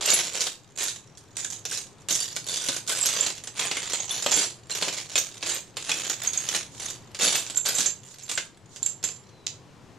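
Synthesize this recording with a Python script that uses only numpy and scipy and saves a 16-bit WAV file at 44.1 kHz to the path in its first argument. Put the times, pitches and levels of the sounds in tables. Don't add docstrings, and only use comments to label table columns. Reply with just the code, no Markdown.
import sys
import numpy as np
from scipy import signal
from scipy.fft import rfft, irfft, next_fast_len
from scipy.io import wavfile
from scipy.ndimage import uniform_filter1d

SR = 44100
rng = np.random.default_rng(int(sys.argv[2]) if len(sys.argv) > 2 else 0)


def file_out(sig):
    cols = np.atleast_2d(sig).T
    lim = np.clip(cols, -1, 1)
    pcm = np.round(lim * 32767).astype(np.int16)
    wavfile.write(sys.argv[1], SR, pcm)


N = 440118
TIME = np.arange(N) / SR

# (frequency [Hz], relative level [dB])
METAL_COLOUR = [(900, -35), (1550, -6.5), (1900, -18.5), (2600, -14), (3500, -1), (4600, -1.5), (6000, 1),
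                (7100, 4.5), (8000, -2), (9500, -10), (12000, -19), (14000, -31.5), (16000, -51.5)]


def from_db(db):
    return 10 ** (np.asarray(db) / 20)


def rms_one(x):
    return x / np.sqrt(np.mean(x ** 2) + 1e-20)


def energy_one(x):
    return x / np.sqrt(np.sum(x ** 2, axis=-1, keepdims=True) + 1e-20)


def add(out, s, sound):
    at = min(max(round(s * SR), 0), N - 1)
    out[..., at:at + sound.shape[-1]] += sound[..., :N - at]


def convolve(x, response):
    return signal.oaconvolve(np.atleast_2d(x), np.atleast_2d(response), axes=-1)[:, :N]


def colour(points, size=4096):
    hz, db = np.transpose(points)
    grid = np.maximum(np.arange(size // 2 + 1) * SR / size, 1)
    spectrum_db = np.interp(np.log(grid), np.log(hz), db)
    cepstrum = irfft(np.log(from_db(spectrum_db)))
    cepstrum[1:size // 2] *= 2
    cepstrum[size // 2 + 1:] = 0
    return irfft(np.exp(rfft(cepstrum)))[:size // 2]


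def stereo_noise(side_db, size):
    mid, side = rng.standard_normal((2, size))
    return mid + from_db(side_db) * side * np.array([[1], [-1]])


def contact(t60, side_db, size=3000):
    decay = from_db(-60 * TIME[:size] / t60)
    return energy_one(stereo_noise(side_db, size) * decay)


def touch(t60, ring_db, count=7, size=2000):
    part_colour_db = 4.5
    t = TIME[:size]
    hz = rng.uniform(1400, 13000, (count, 1, 1))
    phase = 2 * np.pi * rng.random((count, 1, 1)) + 0.71 * rng.standard_normal((count, 2, 1))
    life = .028 * 2 ** rng.uniform(-1, 1, (count, 1, 1))
    modes = np.sum(from_db(-60 * t / life) * np.sin(2 * np.pi * hz * t + phase), axis=0)
    blow = contact(t60, side_db=-8.0, size=size) + from_db(ring_db) * energy_one(modes)
    points = [(f, db + part_colour_db * rng.standard_normal()) for f, db in METAL_COLOUR]
    own_colour = colour(points, size=512)
    return energy_one(signal.fftconvolve(blow, own_colour[None], axes=-1)[:, :size])


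def pushing(times):
    # (start [s], kind, length [s], rattle level [dB] before sag and mix)
    pushes = [(0.002, "jab", 0.26, -31.5), (0.057, "push", 0.14, -26), (0.313, "push", 0.15, -31),
              (0.756, "push", 0.13, -31), (1.354, "push", 0.034, -30), (1.495, "jab", 0.036, -37),
              (1.686, "push", 0.073, -31.5), (2.089, "jab", .13, -28.5), (2.236, "jab", 0.13, -40),
              (2.433, "rake", 0.14, -28), (2.582, "jab", 0.16, -32.5), (2.862, "push", 0.37, -28.5),
              (3.132, "jab", 0.19, -34.5), (3.535, "rake", 0.13, -31), (3.723, "push", 0.15, -36),
              (3.89, "jab", 0.12, -32), (4.064, "push", 0.3, -33), (4.303, "jab", 0.14, -25.5),
              (4.698, "jab", 0.31, -34.5), (5.04, "jab", 0.33, -42.5), (5.155, "jab", 0.02, -26),
              (5.395, "rake", 0.15, -31), (5.793, "jab", 0.19, -37.5), (5.869, "jab", 0.25, -33.5),
              (6.192, "push", 0.082, -33), (6.323, "push", 0.21, -38.5), (6.491, "rake", 0.051, -22.5),
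              (6.743, "rake", 0.14, -37.5), (7.166, "rake", 0.11, -21), (7.309, "push", 0.049, -23),
              (7.533, "push", 0.027, -34), (7.644, "push", 0.043, -24.5), (7.722, "jab", 0.14, -32),
              (8.024, "jab", 0.23, -51), (8.222, "rake", 0.16, -40.5), (9.021, "jab", 0.044, -37.5)]
    swell_s = {"jab": .007, "push": .018, "rake": .062}
    swell_from_db = -20.5
    sag_db_per_s, settle_db_per_s = 5.5, 227
    resting_db, hand_leaves_s = -62.5, 9.3
    effort_db = np.where(times < hand_leaves_s, resting_db, -np.inf)
    for start, kind, length, db in pushes:
        age = times - start
        rise_db = swell_from_db * np.clip(1 - age / swell_s[kind], 0, 1)
        fall_db = sag_db_per_s * age + settle_db_per_s * np.maximum(age - length, 0)
        push_db = np.where(age > 0, db + rise_db - fall_db, -np.inf)
        effort_db = np.maximum(effort_db, push_db)
    return from_db(effort_db) + 1e-12


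def stirring(metal_db, tray_db, per_s, spread_db, thinning, count=240):
    # (time [s], level [dB] of tray against metal, before the mix)
    bearing = [(0.2, -9.5), (0.85, -16.5), (2.15, -19), (3.65, -8), (4.1, -13), (6.6, -10), (7.75, -13.5)]
    parts_moving, handover_s = 10, .02
    parts = [touch(t60=.03, ring_db=2.0) for k in range(count)]
    walls = [contact(t60=.02, side_db=-18, size=1000) for k in range(count)]
    times = rng.uniform(0, N / SR, int(per_s * N / SR))
    effort = pushing(times)
    chance = (effort / effort.max()) ** np.clip(thinning, 0, 1)
    happens = rng.random(len(times)) < chance
    spread = np.minimum(rng.exponential(1, len(times)), 3)
    sizes = rms_one(from_db(spread_db * spread))
    sizes = sizes * effort * np.sqrt(SR / (per_s * chance))
    jolts = sizes * from_db(np.interp(times, *np.transpose(bearing)))
    newest = (times / handover_s).astype(int)
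    which = (newest + rng.integers(0, parts_moving, len(times))) % count
    metal, tray = np.zeros((2, 2, N))
    for i in np.flatnonzero(happens):
        add(metal, times[i], sizes[i] * parts[which[i]])
        add(tray, times[i], jolts[i] * walls[which[i]])
    return from_db(metal_db) * metal, from_db(tray_db) * tray


def clacks(metal_db, tray_db, gap_s, second_db):
    # (time [s], metal level [dB] before metal_db, where it lands)
    hits = [(0.009, -24.5, "floor"), (0.0579, -12, "heap"), (0.103, -4.5, "top"), (0.135, -9.5, "heap"),
            (0.4068, -11.5, "heap"), (0.417, -16, "heap"), (0.4686, -15, "wall"), (0.809, -23, "floor"),
            (0.831, -18, "wall"), (0.8822, -17.5, "top"), (0.96, -29, "wall"), (1.1732, -33.5, "top"),
            (1.446, -16.5, "heap"), (1.502, -22.5, "top"), (1.6527, -18, "wall"), (1.727, -20.5, "wall"),
            (1.774, -20, "heap"), (2.0861, -16.5, "wall"), (2.108, -12, "wall"), (2.1525, -11.5, "heap"),
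            (2.364, -16.5, "wall"), (2.466, -27, "wall"), (2.6862, -11, "wall"), (2.7646, -18, "wall"),
            (2.876, -18.5, "top"), (2.8943, -16, "wall"), (3.0585, -9.5, "top"), (3.0888, -15, "wall"),
            (3.264, -13.5, "wall"), (3.38, -30, "wall"), (3.438, -27.5, "wall"), (3.4728, -22.5, "wall"),
            (3.5938, -15.5, "wall"), (3.713, -16.5, "floor"), (3.769, -23, "floor"), (3.934, -13.5, "wall"),
            (4.224, -16, "heap"), (4.2622, -14, "floor"), (4.3169, -8.5, "wall"), (4.391, -14.5, "heap"),
            (4.697, -27.5, "floor"), (4.714, -27, "heap"), (4.7503, -17, "wall"), (4.824, -14.5, "floor"),
            (4.8818, -18.5, "floor"), (4.982, -21.5, "wall"), (5.1555, -10, "wall"), (5.1788, -8.5, "heap"),
            (5.427, -20.5, "floor"), (5.496, -16, "heap"), (5.769, -21, "floor"), (5.893, -16.5, "floor"),
            (5.915, -16.5, "wall"), (6.0982, -13.5, "wall"), (6.333, -17.5, "heap"), (6.488, -13, "heap"),
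            (6.829, -25, "heap"), (6.902, -21, "heap"), (7.147, -24, "wall"), (7.2341, -10, "top"),
            (7.465, -24, "wall"), (7.499, -20.5, "wall"), (7.6586, -14.5, "heap"), (7.7843, -9.5, "heap"),
            (7.8056, -10.5, "heap"), (7.859, -16, "wall"), (8.295, -18.5, "wall"), (8.314, -17.5, "wall"),
            (8.376, -15.5, "floor"), (8.761, -28.5, "wall"), (8.8295, -25.5, "heap"),
            (8.8623, -23.5, "wall"), (9.039, -16, "wall"), (9.088, -25, "wall")]
    lands_on = {"floor": -10, "wall": -17, "heap": -23, "top": -33}
    metal, tray = np.zeros((2, 2, N))
    for s, crack, place in hits:
        edge = touch(t60=.015, ring_db=-5.0)
        add(metal, s, from_db(crack + metal_db) * edge)
        second_s = s + gap_s * rng.uniform(0.38, 2.2)
        reflection = touch(t60=0.095, ring_db=-6.0)
        add(metal, second_s, from_db(crack + metal_db + second_db) * reflection)
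        shake = contact(t60=0.079, side_db=-17.5)
        add(tray, s, from_db(crack + lands_on[place] + tray_db) * shake)
    return metal, tray


def ringing(level_db, size=16000):
    part_modes = { "lug": [(6430, 4.5, 0.06), (7260, -1, 0.29), (7350, 2.5, 0.13), (11600, -9, 0.051)],
                  "bolt": [(7560, -1.5, 0.023)], "pin": [(5650, 5, 0.021)], "plate": [(6450, 10.5, 0.085),
                  (7310, 8, 0.15)], "bracket": [(2510, 6.5, 0.028), (3310, 3.5, 0.044)],
                  "shim": [(10565, 7, 0.08)], "washer": [(8340, 11, 0.06), (12130, 7.5, 0.05)],
                  "small washer": [(11630, 0, .07)], "clip": [(9417, 0, .06)], "spacer": [(4191, 0, .06)],
                  "lever": [(3502, 0, .07)], "nut": [(6530, 7, 0.038)], "tray wall": [(1580, 6, 0.022)],
                  "tray rim": [(2090, -2.5, 0.042)], "tray": [(180, -7, 0.06), (276, 0, 0.07),
                  (505, 2, 0.045)], "tray floor": [(330, -6, .02), (530, 0, .022)],
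                  "screw": [(7320, -1.5, 0.022)]}
    # (time [s], part, level [dB] before mode level and level_db)
    blows = [(.06, "small washer", -33), (.134, "tray floor", -23), (0.138, "shim", -25.5),
             (.207, "pin", -27), (.835, "small washer", -38), (1.449, "tray wall", -36.5),
             (1.719, "tray wall", -35), (2.125, "nut", -27), (2.203, "clip", -29), (2.203, "screw", -21),
             (2.688, "tray", -33.5), (2.899, "tray rim", -29), (3.012, "bolt", -12.5), (3.028, "bolt", -11),
             (3.059, "small washer", -30), (3.068, "nut", -27), (3.209, "screw", -9.5),
             (3.265, "spacer", -29.5), (3.439, "clip", -43), (3.771, "tray rim", -25),
             (4.003, "nut", -30.5), (4.052, "bolt", -28), (4.108, "lever", -25), (4.11, "shim", -36.5),
             (4.2635, "tray floor", -17.5), (4.265, "tray", -33), (4.316, "plate", -43),
             (4.339, "plate", -30), (4.366, "washer", -45), (4.371, "tray", -34), (4.713, "spacer", -27),
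             (4.823, "tray floor", -27.5), (4.876, "tray", -37.5), (4.981, "tray rim", -36),
             (5.156, "tray floor", -30), (5.156, "bracket", -26.5), (5.179, "bracket", -30.5),
             (5.185, "washer", -42), (5.199, "nut", -30), (5.544, "washer", -43), (5.772, "tray rim", -35),
             (5.916, "bracket", -26), (5.917, "pin", -23), (6.068, "screw", -26), (6.234, "washer", -46),
             (6.274, "nut", -23), (6.375, "nut", -23), (6.376, "bolt", -19), (6.859, "nut", -36),
             (7.231, "tray", -34), (7.245, "shim", -31.5), (7.272, "tray", -33), (7.36, "washer", -42),
             (7.559, "screw", -22), (7.572, "lug", -29.5), (7.574, "screw", -9),
             (7.686, "small washer", -33), (7.751, "lug", -30), (7.788, "tray", -36.5),
             (7.805, "tray wall", -32), (7.861, "plate", -32), (8.234, "lug", -45.5),
             (8.353, "bolt", -23.5), (8.377, "tray wall", -27.5), (8.377, "tray rim", -25),
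             (8.829, "screw", -13), (8.862, "screw", -10.5), (8.86, "lug", -33), (9.04, "lug", -30),]
    out, t = np.zeros(N), TIME[:size]
    rise = 1 - np.exp(-t / .0003)
    for s, part, db in blows:
        for hz, mode_db, t60 in part_modes[part]:
            height_db = level_db + db + mode_db + rng.standard_normal()
            shifted = hz + rng.standard_normal() / t60
            decay = from_db(height_db - 60 * t / t60)
            swing = rise * decay * np.sin(2 * np.pi * shifted * t)
            add(out, s, np.diff(swing) / (2 * np.sin(np.pi * hz / SR)))
    return out


def slides(grain_db):
    # (start [s], length [s], level [dB] before the swell)
    scrapes = [(6.672, 0.22, -47), (8.05, .13, -51), (8.667, 0.19, -51), (8.812, 0.15, -46.5)]
    out = np.zeros((2, N))
    for s, length, db in scrapes:
        size = int(length * SR)
        grain = from_db(grain_db * rng.standard_normal(size))
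        bumps = rms_one(stereo_noise(side_db=-2, size=size) * grain)
        add(out, s, from_db(db) * np.hanning(size) * bumps)
    return convolve(out, energy_one(colour(METAL_COLOUR)))


def falling_lug():
    # (time [s], frequency [Hz], level [dB])
    glide = [(9.24, 4105, -64.5), (9.305, 4110, -71), (9.335, 4130, -62), (9.46, 3840, -63)]
    s, hz, db = np.transpose(glide)
    phase = 2 * np.pi * np.cumsum(np.interp(TIME, s, hz)) / SR
    sounding = (TIME > s[0]) * (TIME < s[-1])
    return from_db(np.interp(TIME, s, db)) * sounding * np.sin(phase)


def drop(level_db, t60, tail_db, tail_t60):
    # (time [s], level [dB] before level_db)
    landings = [(9.4659, -9), (9.469, -4.5), (9.4783, -13.5)]
    # (frequency [Hz], relative level [dB])
    mat_colour = [(1500, -14.5), (4000, 3), (5000, 0.5), (7100, 1.5), (8300, -9), (16000, -42)]
    out = np.zeros((2, N))
    for s, db in landings:
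        clack = contact(t60, side_db=-6.0) + from_db(tail_db) * contact(tail_t60, side_db=-4.0)
        add(out, s, from_db(level_db + db) * clack)
    return convolve(out, energy_one(colour(mat_colour)))


def room(x, wet_db, first_echo_s, size=16384):
    room_t60 = 0.25
    t = TIME[:size]
    tail = from_db(-60 * t / room_t60) * (t > first_echo_s)
    echoes = energy_one(stereo_noise(side_db=-6.5, size=size) * tail)
    response = (t == 0) + from_db(wet_db) * echoes
    power = uniform_filter1d(np.mean(np.abs(rfft(response)) ** 2, axis=0), size=24)
    hz = np.linspace(1, SR / 2, len(power))
    even = colour(np.column_stack([hz, -10 * np.log10(power)]))
    return convolve(x, energy_one(convolve(response, even)))


def microphones(x):
    # (frequency [Hz], left minus right [dB])
    lean = [(700, 3), (3500, -0.5), (5200, -2.5), (6500, -9.5), (7400, -11), (8500, -1.5), (10300, 9),
            (11800, 13.5)]
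    size = next_fast_len(N)
    hz, db = np.transpose(lean)
    grid = np.linspace(1, SR / 2, size // 2 + 1)
    lean_db = np.interp(np.log(grid), np.log(hz), db)
    return irfft(rfft(x, size) * from_db(np.array([lean_db, -lean_db]) / 2), size)[:, :N]


def hum():
    # (frequency [Hz], relative level [dB])
    hum_colour = [(20, -18), (60, -20), (115, -3.5), (236, -14), (400, -14), (607, -20.5), (988, -20.5),
                  (1440, -26.5), (6920, -35.5), (16000, -58.5)]
    # (time [s], level [dB] before the left/right offset)
    waver = [(.6, -55), (1.9, -51.5), (6, -52), (6.9, -49), (8.3, -54.5), (9.9, -50)]
    air = rms_one(convolve(stereo_noise(side_db=-9, size=N), colour(hum_colour)))
    sides_db = np.array([[1.5], [-1.2]])
    return from_db(np.interp(TIME, *np.transpose(waver)) + sides_db) * air


def scene():
    # (frequency [Hz], relative level [dB])
    tray_colour = [(90, -23.5), (170, -2), (225, -12), (275, -1), (510, 2.5), (850, -1.5), (1600, -0.5),
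                   (3300, 5), (5000, -2), (9000, -50.5)]
    rattle, rumble = stirring(metal_db=-0.5, tray_db=7.5, per_s=750, spread_db=2.5, thinning=.55)
    cracks, knocks = clacks(metal_db=13.0, tray_db=28.0, gap_s=.003, second_db=0.0)
    tray = convolve(rumble + knocks, energy_one(colour(tray_colour)))
    metal = rattle + cracks + slides(grain_db=1) + ringing(level_db=4.0)
    lug = drop(level_db=3.0, t60=0.011, tail_db=-11, tail_t60=0.1) + falling_lug()
    bench = room(metal + tray + lug, wet_db=-5.0, first_echo_s=0.0026)
    return microphones(bench) + hum()


def record(dry):
    top, cutoff_hz = 0.6, 15300
    rounded = top * np.tanh(dry / top)
    low_pass = signal.ellip(10, .1, 90, cutoff_hz, fs=SR, output="sos")
    return signal.sosfilt(low_pass, rounded)


dry = scene()
out = record(dry)
file_out(out)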